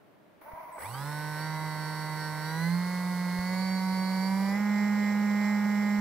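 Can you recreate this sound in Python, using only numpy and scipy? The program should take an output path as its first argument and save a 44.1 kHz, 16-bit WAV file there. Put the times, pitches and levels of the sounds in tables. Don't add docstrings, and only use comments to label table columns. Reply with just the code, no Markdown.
import sys
import numpy as np
from scipy import signal
from scipy.fft import rfft, irfft, next_fast_len
from scipy.io import wavfile
from scipy.ndimage import uniform_filter1d

SR = 44100
rng = np.random.default_rng(int(sys.argv[2]) if len(sys.argv) > 2 else 0)


def boost_factor(decibels):
    exponent = np.asarray(decibels, float) / 20
    return 10 ** exponent


def generate_wav(sig):
    pcm = np.round(np.clip(np.atleast_2d(sig).T, -1, 1) * 32767).astype(np.int16)
    wavfile.write(sys.argv[1], SR, pcm)


N = 264803
TIME = np.arange(N) / SR
HZ = np.fft.rfftfreq(next_fast_len(N + SR // 4), 1 / SR)
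SIZE = 2 * (len(HZ) - 1)
TURN = 65536
ON_S, ODD_ON_S, LOCK_S = 0.412, 0.721, 0.773
PART_HZ, HIGH_HZ, FULL_HZ = 158, 182, 206


def shape(points):
    hz, db = np.transpose(points)
    return boost_factor(np.interp(np.log(HZ + 1), np.log(hz), db))


def rings(table):
    gain = 1
    for hz, width_hz, db in table:
        gain = gain * (1 + (boost_factor(db) - 1) / (1 + 2j * (HZ - hz) / width_hz))
    return gain


def colour(x, gain):
    return irfft(rfft(x, SIZE) * gain, SIZE)[:N]


def unit(x):
    return x / np.sqrt(np.mean(np.abs(x) ** 2))


def noise(points):
    return unit(colour(rng.standard_normal(N), shape(points)))


def walk(rate):
    k = int(SR / rate)
    held = np.repeat(rng.standard_normal(N // k + 1), k)
    return 1.309 * uniform_filter1d(uniform_filter1d(held, k), k)[:N]


def since(start_s, decay_s):
    return np.exp(-np.maximum(TIME - start_s, 0) / decay_s)


def per_turn(gains, turns, spread=1.0):
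    phases = np.exp(2j * np.pi * spread * rng.random(TURN))
    table = np.fft.ifft(gains * phases) * TURN
    return table[..., (turns % 1 * TURN).astype(int)]


# pitch_hz, level_db
ROOM_TONE = [(15, -31), (25, -55), (33, -27), (175, -1.5), (270, -5), (301, 2), (335, -3.5), (545, -6.5),
             (624, -1), (734, -8), (2000, -17.5), (7110, -38), (16000, -33.5)]


def room():
    shared = noise(ROOM_TONE)
    return boost_factor(-62.5) * np.array([0.62 * shared + 1.32 * noise(ROOM_TONE) for _ in range(2)])


# start_s, peak_db, pitch_hz, t60_s
NUDGES = [
    (0.534, -48, 75, 0.015),
    (3.389, -49, 77, 0.044),
    (5.988, -56, 76, 0.041),
]


def bumps():
    out = np.zeros(N)
    for s, db, hz, t60 in NUDGES:
        t = np.maximum(TIME - s, 0)
        out += boost_factor(db + 17.5) * np.sin(2 * np.pi * hz * t) * np.exp(-np.log(1000) * t / t60)
    return out * np.array([[1.2], [0.8]])


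# pitch_hz, level_db
PORT_BASS = [(25, -14), (70, -0.5)]
# pitch_hz, level_db
NEAR_PATH = [(60, -4), (250, -10), (500, 0), (1000, 2), (1250, -4.5), (2100, -3), (2500, -12.5),
             (3200, -13), (4500, -12.5), (6000, -10.5), (7000, -21), (10000, -21.5), (14500, -18.5),
             (16000, -28.5)]
# pitch_hz, width_hz, level_db
CAN_RINGS = [(536, 120, 6.6), (654, 11, 1.1), (930, 145, 5.3), (1083, 170, 2.2), (1407, 285, 5),
             (1994, 112, 6.2), (2280, 267, 5.7), (3880, 15, 0.87), (4555, 25.5, 10), (9860, 1130, 9.5),
             (14100, 220, 3.5)]


def path_to_phone():
    port_ring = 1 + 1.3 / (1 + 2j * (HZ - 15450) / 300)
    return shape(NEAR_PATH) * rings(CAN_RINGS) * shape(PORT_BASS) * port_ring


# time_s, shaft_hz
KNOB_TURNS = [(0.8, 157.5), (1.37, 152.6), (1.42, 155.9), (1.65, 155.9), (1.73, 154.2), (2.11, 154.6),
              (2.41, 153.4), (2.49, 156.4), (2.77, 176.3), (2.9, 179.8), (3.37, 178.6), (3.62, 187.4),
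              (4.06, 187.3), (4.21, 188.7), (4.5, 196.8), (4.59, 206.1), (6.0, 206.1)]


def speed():
    hand_s, creep_hz, creep_rise_s, inertia_s = 0.07, 27.556, 0.05, 0.113
    asked = np.interp(TIME, *np.transpose(KNOB_TURNS))
    knob = uniform_filter1d(asked, size=int(hand_s * SR), mode="nearest")
    creep = creep_hz * (1 - 0.3 * since(ON_S, creep_rise_s))
    return knob - (knob - creep) * since(LOCK_S, inertia_s)


def shaft_turns(hz, blind, rush):
    jitter = 0.00018 * walk(20.) + 0.0303 * blind * walk(60.03) + 0.012 * rush * walk(120.)
    return np.cumsum(hz * (1 + jitter)) / SR


# shaft_hz, hum_db, left_minus_right_db
PAD_HUM = [(27, -65, 1), (64, -63, -12), (91, -51.5, -8), (147, -37, -7), (153, -39, -8),
           (174.2, -26, -6.5), (180, -32, -3.5), (193.5, -27.5, -5.5), (206, -29.5, -4),
           (205.8, -26.5, -4.5)]


def unbalance_hum(hz, turns):
    speeds, levels, pans = np.transpose(PAD_HUM)
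    hum_db, pan_db = np.interp(hz, speeds, levels), np.interp(hz, speeds, pans)
    level = boost_factor(hum_db + 0.5 * walk(40.)) * np.sqrt(2)
    hum = (TIME > ON_S) * level * np.sin(2 * np.pi * turns + 0.12 * walk(40.))
    return colour(hum, shape(PORT_BASS)) * boost_factor(np.array([pan_db, -pan_db]) / 2)


# start_s, peak_db, bright_db
SNAPS = [(0.416, -47, 11), (0.447, -39, -13), (0.477, -34, -10), (0.517, -32.5, -16), (0.558, -35, -14),
         (0.595, -36.5, -14), (0.631, -55, -7), (0.715, -38, -19), (0.751, -55, -19), (0.767, -48, -15),
         (0.781, -41, 2), (0.799, -41, -12)]


def judder():
    out = np.zeros(N)
    t = np.arange(400) / SR
    for s, db, bright_db in SNAPS:
        i = int(s * SR)
        rough = rng.standard_normal(400) * np.exp(-t / 0.0044)
        knock = uniform_filter1d(unit(rough), size=6)
        dull = uniform_filter1d(uniform_filter1d(knock, size=16), size=16)
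        out[i:i + 400] += boost_factor(db) * (dull + boost_factor(bright_db) * knock)
    return out


def lurching(blind, rush):
    snap_db, snap_s = 35, 0.014
    lurch = boost_factor((0.56 * blind + 1.1 * rush) * walk(110.3))
    jolts = 1
    for s, db, _ in SNAPS:
        jolts = jolts + boost_factor(db + snap_db) * (TIME > s) * np.exp(-np.abs(TIME - s) / snap_s)
    return lurch * jolts


# pitch_hz, level_db
AIR = [(25, -26), (60, -3.5), (120, 12.5), (200, 12), (600, -2.5), (1000, -5.5), (2000, -3), (4000, 3.5),
       (8000, 3.5), (12000, -18), (16000, -17.5)]
# pitch_hz, level_db
RATTLE = [(200, -24), (450, -51), (640, 10.5), (780, -5), (1000, 2.5), (1500, -18), (2350, -4.5),
          (3000, -14), (6000, -17), (9000, -40)]


def air_hiss(whine_db, gate, lurch, blind, rush):
    air = (1 - blind) * boost_factor(-4 * rush) * noise(AIR)
    return boost_factor(whine_db - 0.5) * gate * lurch * (air + 1.7 * blind * noise(RATTLE))


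def fizz(whine_db, gate, blind, rush, load, full):
    running_db = whine_db - 4.5 + 15.7 * rush + 4.9 * load - full
    level = blind * boost_factor(SWITCH_BLIND_DB + 19.5) + (1 - blind) * boost_factor(running_db)
    return level * gate * noise([(9000, -12.5), (9900, -3), (10400, 2.5), (11000, 1), (16000, 3)])


# ball_pass_multiple, shaft_multiple, slow_db, fast_db
BALL_LINES = [(1, 0, -40, -6.5), (1, 1, -30, -1.5), (1, 2, -21, -9.5), (1, 3, -15, -11), (1, 4, -6, -34),
              (2, -2, -58, -20), (2, -1, -16, -12), (2, 0, -3.5, -3), (2, 1, -5.5, -10), (3, 0, -8.5, -7.5),
              (4, 0, -5.5, -23)]


def bearing(hz, turns):
    balls_per_turn = 3.178
    fast = np.clip((hz - 154) / 52, 0, 1)
    out = 0
    for balls, shaft, slow_db, fast_db in BALL_LINES:
        cycles = (round(balls) * balls_per_turn + round(shaft)) * turns + rng.random()
        out = out + boost_factor(slow_db + (fast_db - slow_db) * fast) * np.sin(2 * np.pi * cycles)
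    return out * boost_factor(2.0 * walk(11.0))


SWITCH_BLIND_DB = -61.5


def switching_level(hz, load):
    held = 1 - since(LOCK_S, 0.02)
    running_db = -55 + 4.5 * load - 2 * np.log2(hz / FULL_HZ)
    return held * running_db + (1 - held) * SWITCH_BLIND_DB


SWITCH_LINES = [(1, 0), (1, 1), (1, 8), (1, 9), (1, 11), (1, 12), (1, 13), (1, 22), (1, 24), (1, 26),
                (1, 28), (1, 30), (1, -35), (1, -36), (2, 0), (2, -1), (2, 1), (2, -8), (2, -12), (2, -14),
                (2, -18), (2, -30)]
SWITCH_LINE_DB = [3, -16, -7.5, -7, -16, -4, -20, -8, -3, -14, -15, -3, -20.5, -22, -4, -14, -12, -9, -2.5,
                  -11, -14, -15]
WEAK_LINES = [
    np.arange(-6, 44),
    np.arange(-36, 2),
]
# time_s, pitch_hz
SWITCH_TONE = [(.4, 7790), (.705, 7790), (.72, 7850), (.9, 7790), (1.1, 7720), (1.4, 7705), (3.45, 7705),
               (3.65, 7680), (6, 7680)]


def switching(hz, load, full, turns):
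    odd_on = TIME > ODD_ON_S
    levels = [odd_on * boost_factor(4 - 4 * load), boost_factor(1 - 3.5 * load * odd_on)]
    phase = np.cumsum(np.interp(TIME, *np.transpose(SWITCH_TONE))) / SR
    out = 0
    for m, level, weak in zip((1, 2), levels, WEAK_LINES):
        gains = np.zeros(TURN)
        gains[weak] = boost_factor(-23.0 + 7.4 * rng.standard_normal(len(weak)))
        for (carrier, k), line_db in zip(SWITCH_LINES, SWITCH_LINE_DB):
            gains[k] += boost_factor(line_db) * (carrier == m)
        pattern = per_turn(gains, turns)
        waver = 0.21 * walk(7.57) * per_turn(gains * (np.arange(TURN) > 0), turns)
        out = out + level * ((pattern + waver) * np.exp(2j * np.pi * m * phase)).real
    return out * (1 - full) * boost_factor(0.67 * walk(9.))


def whine_level(hz, blind, rush):
    blind_db = -56.5 - 25 * since(ON_S, 0.037)
    running_db = -36.5 + 6 * np.log2(hz / FULL_HZ) + 0.5 * rush
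    return blind * blind_db + (1 - blind) * running_db


# shaft_multiple, part_speed_db, high_speed_db, full_power_db
FORCES = [(2, 14.5, 5.5, 3), (3, 2.5, 4, 1), (4, 1.5, 5.5, 4.5), (5, 2, 3, -2), (6, 4.5, 2, 4),
          (7, 2, -7, 2.5), (8, -0.5, 3, 7), (9, 10, 5, 11.5), (10, 11.5, 3.5, 10), (11, 5, 5, 5.5),
          (12, 9.5, 7.5, 3), (13, 0.5, -5, -2), (14, -2.5, -24, -.5), (15, -2, 0, -3), (18, 2, -1.5, -16),
          (19, 3, -3, -4), (20, -0.5, 0, 3.5), (21, 3.5, 8, -19), (22, 0, 2, -24), (23, -9, 3, -19),
          (24, 8, 16.5, 7), (25, 8, 1.5, -11), (26, 7, 7, 4), (27, 6, 8, 8), (28, 4, 10, -12),
          (29, 13.5, 8, -10), (30, -1, -4, -8), (33, 6, -17, -6), (36, 15.5, 14.5, 20), (37, 7, 12, 8.5)]
HIGH_MULTIPLES = [48, 51, 54, 57, 60, 64, 66, 72]
# chopped_db, full_power_db
HIGH_MULTIPLE_DB = [(6, -25), (7, -16), (-3, 4), (-8, 0), (12, 9), (-7, 13), (-10, 6), (2, 12.5)]
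# shaft_multiple, level_db
TOOTH_PULL = [(2, -8), (3, -20), (4, -14), (5, -9), (9, 9.5), (10, 6.5), (12, 5.5), (24, 15.5), (33, 1),
              (36, 14.5), (39, 5), (48, 7), (60, 9.5)]


def whine(hz, full, turns):
    gains = np.zeros((4, TURN))
    gains[:, 2:76] = boost_factor(-5.0 - 8.0 * np.arange(74) / 74 + 4.5 * rng.standard_normal(74))
    for k, *db in FORCES:
        gains[1:, int(round(k))] = boost_factor(np.array(db))
    for k, (chopped_db, full_db) in zip(HIGH_MULTIPLES, HIGH_MULTIPLE_DB):
        gains[1:3, k] = boost_factor(chopped_db)
        gains[3, k] = boost_factor(full_db)
    gains[0] = gains[1] * boost_factor(-13 * np.minimum(np.arange(TURN) / 16, 1) ** 2)
    for k, db in TOOTH_PULL:
        gains[0, int(round(k))] = boost_factor(db)
    slow = np.clip((150 - hz) / 22, 0, 1)
    high = np.clip((hz - PART_HZ) / (HIGH_HZ - PART_HZ), 0, 1)
    slip = boost_factor(3.5 * np.clip(hz / 30 - 1, 0.3, 1) * walk(90.))
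    share = np.array([slow * slip, (1 - slow) * (1 - high), high * (1 - full), full])
    steady = per_turn(gains, turns, spread=0.57).real
    wobble = 0.21 * walk(14.) + 0.53 * slow * walk(59.87)
    return (share * (steady + wobble * per_turn(gains, turns).real)).sum(axis=0)


def strain(hz, load, full, turns):
    gain = boost_factor(18.) * load ** 2 * np.clip((hz - PART_HZ) / 6 + 1, 0, 1) * (1 - full) ** 2
    return gain * np.sin(2 * np.pi * 25 * turns)


# pitch_hz, width_hz, level_db
PAD_REFLECTION = [(351, 74, -7), (524.4, 62, -13.5), (689, 76, -23), (797, 27, 4.5), (955, 37, 4),
                  (1354, 110, -24), (1508, 31, 4), (1803, 85, -3), (2016, 20, 4), (2680, 82, -3),
                  (3905, 57, 6), (4483, 43, 9.5), (4167, 76, 7), (6300, 710, -9)]
# pitch_hz, left_minus_right_db
FAR_PATH = [(60, -12), (200, 0), (400, -5.5), (800, -4.5), (1300, 0.5), (2300, -5), (3000, -5.5),
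            (4400, -20), (8100, -27), (11000, -23), (15000, -16)]


def scene():
    hz = speed()
    on = TIME > ON_S
    blind = np.clip((50 - hz) / 21, 0, 1)
    rush = np.clip((140 - hz) / 60, 0, 1)
    full = np.clip((hz - FULL_HZ) / 12 + 1, 0, 1)
    push_hz_s = np.maximum(np.gradient(hz) * SR, 0)
    load = np.tanh(push_hz_s / 40) * (TIME > LOCK_S)
    turns = shaft_turns(hz, blind, rush)
    whine_db = whine_level(hz, blind, rush)
    lurch = lurching(blind, rush)
    gate = 1 + 0.48 * (1 - blind) * np.cos(2 * np.pi * turns)

    hiss = [air_hiss(whine_db, gate, lurch, blind, rush) for _ in range(2)]
    sizzle = [fizz(whine_db, gate, blind, rush, load, full) for _ in range(2)]
    tones = whine(hz, full, turns) + strain(hz, load, full, turns) + (1 - blind) * bearing(hz, turns)
    tones = on * boost_factor(whine_db - 15.5) * lurch * tones
    switch = on * boost_factor(switching_level(hz, load) + 12.0) * switching(hz, load, full, turns)
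    motor = colour(tones, rings(PAD_REFLECTION)) + switch + 0.3 * judder()

    path = path_to_phone()
    right = colour(motor + on * (hiss[0] + sizzle[0]), path)
    left_air = 0.35 * hiss[0] + 1.38 * hiss[1] + 2.7 * sizzle[1]
    left = colour(motor + on * left_air, path * shape(FAR_PATH))
    return np.array([left, right]) + unbalance_hum(hz, turns) + bumps() + room()


def band_limit(x):
    return signal.sosfilt(signal.butter(12, 16360, fs=SR, output="sos"), x)


def record(dry):
    cut = signal.ellip(10, 0.2, 60, 15650, fs=SR, output="sos")
    return band_limit(signal.sosfilt(cut, dry))


dry = scene()
out = record(dry)
generate_wav(out)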